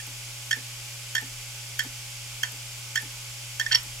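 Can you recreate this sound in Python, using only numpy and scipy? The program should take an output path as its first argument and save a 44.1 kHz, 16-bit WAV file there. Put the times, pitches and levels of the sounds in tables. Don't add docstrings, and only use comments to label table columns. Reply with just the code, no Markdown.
import sys
import numpy as np
from scipy import signal
from scipy.fft import rfft, irfft
from scipy.io import wavfile

SR = 44100
rng = np.random.default_rng(int(sys.argv[2]) if len(sys.argv) > 2 else 0)


def pcm_store(signal):
    levels = np.round(np.clip(np.atleast_2d(signal), -1, 1) * 32767)
    wavfile.write(sys.argv[1], SR, levels.astype(np.int16).T)


N = 176400
TIME, FREQ = np.arange(N) / SR, np.fft.rfftfreq(N, 1 / SR)
AROUND = np.arange(-SR // 50, SR // 20) / SR
BAND_LIMIT_HZ = 16000

# time_s, gain_db
BRAKES = [(.5102, 0.5), (1.1510, 0), (1.7917, 0.5), (2.4323, 0.5), (2.9567, 0), (3.5971, .5)]


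def knocks():
    force = np.zeros(N)
    pitch_hz, rise_s, delay_s = 1624, 0.00098, 0.0026
    for s, db in BRAKES:
        blow = amp(-9) * swell(rise_s, fall_s=0.00055) * buzz(pitch_hz, tilt=1, grit=0.46)
        rattle = amp(-17.5) * swell(rise_s, fall_s=0.0092) * rng.standard_normal(len(AROUND))
        add(force, s + delay_s, amp(db) * (blow + rattle))
    return force


def ticks():
    # time_s, level_db
    pings = [(0.0688, -37), (.5635, -39), (1.214, -35.5), (1.838, -37), (2.520, -36), (3.02, -30),
             (3.7565, -31), (3.8335, -36)]
    force, air = np.zeros(N), np.zeros(N)
    rise_s = 0.00023
    for s, db in BRAKES:
        add(force, s, amp(db - 15) * swell(rise_s, fall_s=0.00047) * buzz(hz=6370, tilt=4, grit=0.9))
        add(air, s, amp(db - 31) * swell(rise_s, fall_s=0.00068) * noise_band(hz=14700, width_hz=1500))
    for s, db in pings:
        add(air, s, amp(db) * swell(rise_s, fall_s=0.0012) * noise_band(hz=11600, width_hz=2400))
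    return pan(arm_ring(force), left_db=5.5) + pan(air, left_db=10.5)


def chirps():
    # time_s, level_db, peak_pitch_hz, rise_s
    shudders = [(.002, -29, 1720, .002), (0.5312, -12, 1770, 0.0029), (1.1673, -16, 1790, 0.0027),
                (1.1823, -14, 1776, .002), (1.8063, -15.5, 1779, 0.0021), (1.8135, -47, 1810, 0.0017),
                (2.977, -13.5, 1793, 0.0026), (3.6133, -15.5, 1780, 0.0021), (3.665, -15.5, 1780, 0.0016)]
    bend_depth, bend_s = 0.1232, 0.0042
    arch = 1 - bend_depth * (1 - np.exp(-(AROUND / bend_s) ** 2))
    force = np.zeros(N)
    for s, db, hz, rise_s in shudders:
        add(force, s, amp(db) * swell(rise_s, fall_s=0.0012) * buzz(hz * arch, tilt=0.88, grit=0.32))
    return force


def sweeps():
    # time_s, pitch_hz, level_db
    glide = [(3.710, 1300, -31), (3.7155, 1622, -14.5), (3.7195, 3235, -26), (3.7215, 4426, -9),
             (3.724, 6005, -18), (3.7275, 4468, -10), (3.7305, 3252, -12.5), (3.735, 1712, -31),
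             (3.7425, 1936, -18), (3.745, 3130, -15.5), (3.7472, 4454, -9.5), (3.7488, 5580, -5.5),
             (3.7515, 5570, -11.5), (3.7545, 4706, -11.5), (3.7565, 3080, -11.5), (3.760, 2660, -39),
             (3.767, 1890, -39)]
    s, hz, db = np.transpose(sorted(glide))
    scrape = amp(-9) * unit_rms(cut(rng.standard_normal(N), hz=3500, order=1))
    tone = buzz(np.interp(TIME, s, hz), tilt=1.9, grit=0)
    envelope = amp(np.interp(TIME, s, db)) * (TIME > s[0]) * (TIME < s[-1])
    return envelope * (tone + scrape)


def arm_ring(force):
    # pitch_hz, width_hz, gain_db
    modes = [(996, 20, -3.5), (1519, 35, -0.5), (1703, 27, -10.5), (1821, 53, 2.5), (2004, 58, 0),
             (2156, 100, -7.5), (2943, 99, -1.5), (3200, 168, 3.5), (3760, 120, -12.5), (4450, 98, 3.5),
             (4614, 80, -13), (5497, 150, 2.5), (6630, 1280, -6), (11350, 450, -0.5)]
    t = TIME[:SR // 5]
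    ring = np.zeros(len(t))
    for hz, width_hz, db in modes:
        gain = amp(db) * 2 * np.pi * width_hz / SR
        ring += gain * np.exp(-np.pi * width_hz * t) * np.cos(2 * np.pi * hz * t)
    return signal.fftconvolve(force, ring)[:N]


def arm_body(force):
    # frequency_hz, left_minus_right_db
    balance = [(900, 2), (1500, -6), (1800, -4), (3250, -3.5), (5500, -3.5), (6450, 3.5), (11000, -3)]
    # frequency_hz, left_lead_rad
    phase = [(1200, 2.2), (1800, .5), (2400, 0.9), (3000, 1.6), (3700, 2.86), (4400, 1.1), (5500, 0.5),
             (6400, 1.5), (7100, 1.5)]
    dulled = cut(arm_ring(force), hz=8100, order=3)
    spectrum = rfft(cut(dulled, hz=710, order=2, kind="highpass"))
    return stereo_image(spectrum, spectrum, balance, phase)


def thuds():
    # start_s, gain_db
    returns = [(.072, -5.5), (.567, 1.5), (1.22, 3), (1.846, 1.5), (2.524, -3.5), (3.027, 0), (3.845, -5.5)]
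    # pitch_hz, level_db, t60_s
    modes = [(149, -55.5, .2), (201.7, -51.5, 0.15), (264.7, -50, 0.31), (358, -62, 0.19), (460, -50, 0.12),
             (577, -62, 0.11), (725, -50, 0.059), (862, -43, 0.077)]
    rise_s, shudder_delay_s = 0.0032, 0.01791
    out = np.zeros(N)
    for s, db in returns:
        t = np.maximum(TIME - s, 0)
        ring = sum(amp(mode_db - 60 * t / t60) * np.sin(2 * np.pi * (hz * t + rng.random()))
                   for hz, mode_db, t60 in modes)
        out += amp(db) * (1 - np.exp(-t / rise_s)) * ring
        shudder = swell(rise_s=0.014, fall_s=0.014) * noise_band(hz=271, width_hz=153)
        add(out, s + shudder_delay_s, amp(db - 49) * shudder)
    return out


def platter_whir():
    # frequency_hz, density_db
    colour = [(100, -25), (160, -16.5), (240, -16.5), (290, -9), (400, -9), (500, -10.5), (580, -8),
              (720, -10), (850, -6.5), (1050, -8), (1500, -5.5), (1800, -8), (2250, 2.5), (3200, 2.5),
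              (4000, -3.5), (4700, 1.5), (7000, 0), (8400, -3.5), (8950, -8), (9600, -5.5), (11000, -6.5),
              (12500, -10), (14300, -14), (15700, -19.5)]
    # frequency_hz, correlation
    likeness = [(200, 0.23), (600, 0.15), (1400, 0.57), (2100, 0.66), (3100, 0.075), (4000, 0.11),
                (5500, 0.33), (6000, 0.25), (6700, 0.43), (7100, 1), (8800, 0.99), (9600, 0.52),
                (15000, 0.83)]
    # frequency_hz, left_minus_right_db
    balance = [(200, -3), (1000, 0), (2600, -2.5), (3200, -1.7), (5000, 0), (6000, -2), (7200, 0.5),
               (8700, -0.5), (9700, 7), (11400, 6.5), (12600, 1)]
    # frequency_hz, left_lead_rad
    phase = [(500, -2.63), (2000, 0.05), (3000, -1.47), (4000, 0.63), (4800, 0.64), (5800, 0)]
    left, unrelated = rfft(rng.standard_normal((2, N))) * amp(curve(colour))
    shared = np.clip(curve(likeness), 0, 1)
    right = shared * left + np.sqrt(1 - shared ** 2) * unrelated
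    air = unit_rms(stereo_image(left, right, balance, phase))
    return air * amp(-39.5 + 0.063 * drift(rate_hz=30))


def spindle():
    # pitch_hz, level_db
    bearing = [(414.5, -75), (559.9, -66), (624.5, -75.5), (699.8, -72), (834.4, -65), (931.3, -71.5),
               (1104, -68.5), (1244, -72.5), (1497, -67.5)]
    turn_hz = 120.4
    hum = amp(-45.5) * unit_rms(np.sin(2 * np.pi * turn_hz * TIME + 0.02 * drift(rate_hz=3)))
    tones = sum(amp(db) * unit_rms(np.sin(2 * np.pi * hz * TIME + 1.8 * drift(rate_hz=6.4)))
                for hz, db in bearing)
    return pan(hum + tones, left_db=-0.4)


def rumble():
    # frequency_hz, density_db
    colour = [(10, -18), (22, -9), (31, 1.5), (41, -9), (56, -4.5), (72, -17), (110, -7.5), (200, -24),
              (400, -58)]
    # time_s, level_db
    levels = [(0, -58.5), (3.4, -57), (3.8, -50.5), (4, -54.5)]
    width = 0.28
    mid, side = irfft(rfft(rng.standard_normal((2, N))) * amp(curve(colour)), N)
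    bed = unit_rms(np.array([mid + width * side, mid - width * side]))
    return bed * amp(np.interp(TIME, *np.transpose(levels)))


def desk_scatter(x):
    t = TIME[:SR // 25]
    gap_s, fall_s = 0.001, 0.0043
    taps = rng.standard_normal((2, len(t))) * np.exp(-t / fall_s) * (t > gap_s)
    return signal.fftconvolve(x, taps / np.linalg.norm(taps[0]), axes=1)[:, :N]


def room(x):
    # frequency_hz, t60_s
    decay = [(300, 0.62), (1800, 0.22), (5000, 0.13), (14000, 0.077)]
    hz, t, noise = signal.stft(rng.standard_normal((2, SR // 2)), SR, nperseg=256)
    tail = signal.istft(noise * amp(-60 * t / curve(decay, hz)[:, None]), SR, nperseg=256)[1]
    tail *= np.minimum(TIME[:tail.shape[1]] / 0.013, 1)
    return signal.fftconvolve(x, tail / np.linalg.norm(tail[0]), axes=1)[:, :N]


def buzz(hz, tilt, grit):
    if np.isscalar(hz):
        hz = np.full(len(AROUND), hz)
    angle = 2 * np.pi * np.cumsum(hz) / SR
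    tone = sum(np.cos(k * angle) / k ** tilt * (k * hz < BAND_LIMIT_HZ) for k in range(1, 9))
    return tone + grit * rng.standard_normal(len(hz))


def noise_band(hz, width_hz):
    n = len(AROUND)
    detune = 2 * (np.fft.rfftfreq(n, 1 / SR) - hz) / width_hz
    return unit_rms(irfft(rfft(rng.standard_normal(n)) / (1 + detune ** 2), n))


def swell(rise_s, fall_s):
    return np.exp(-np.maximum(-AROUND / rise_s, AROUND / fall_s))


def drift(rate_hz):
    return unit_rms(irfft(rfft(rng.standard_normal(N)) / (1 + (FREQ / rate_hz) ** 4), N))


def add(mix, s, sound):
    at = round((s + AROUND[0]) * SR) + np.arange(len(sound))
    inside = (at >= 0) & (at < N)
    mix[at[inside]] += sound[inside]


def pan(x, left_db):
    return np.array([x * amp(left_db / 2), x * amp(-left_db / 2)])


def stereo_image(left, right, balance, phase):
    lean = amp(curve(balance) / 2) * np.exp(0.5j * curve(phase))
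    return irfft(np.array([left * lean, right / lean]), N)


def cut(x, hz, order, kind="lowpass"):
    return signal.sosfilt(signal.butter(order, hz, kind, fs=SR, output="sos"), x)


def curve(points, hz=FREQ):
    point_hz, value = np.transpose(points)
    return np.interp(np.log(hz + 1), np.log(point_hz + 1), value)


def amp(db):
    return 10 ** (np.asarray(db) / 20)


def unit_rms(x):
    return x / np.sqrt(np.mean(x ** 2) + 1e-20)


def scene():
    arm = arm_body(knocks() + chirps() + sweeps()) + ticks()
    reflections = amp(-9) * desk_scatter(arm) + amp(-13) * room(arm)
    return arm + reflections + thuds() + spindle() + rumble() + platter_whir()


def record(dry):
    lowpass = signal.firwin(255, BAND_LIMIT_HZ, window=("kaiser", 9), fs=SR)
    return signal.oaconvolve(dry, lowpass[None], "same")


dry = scene()
out = record(dry)
pcm_store(out)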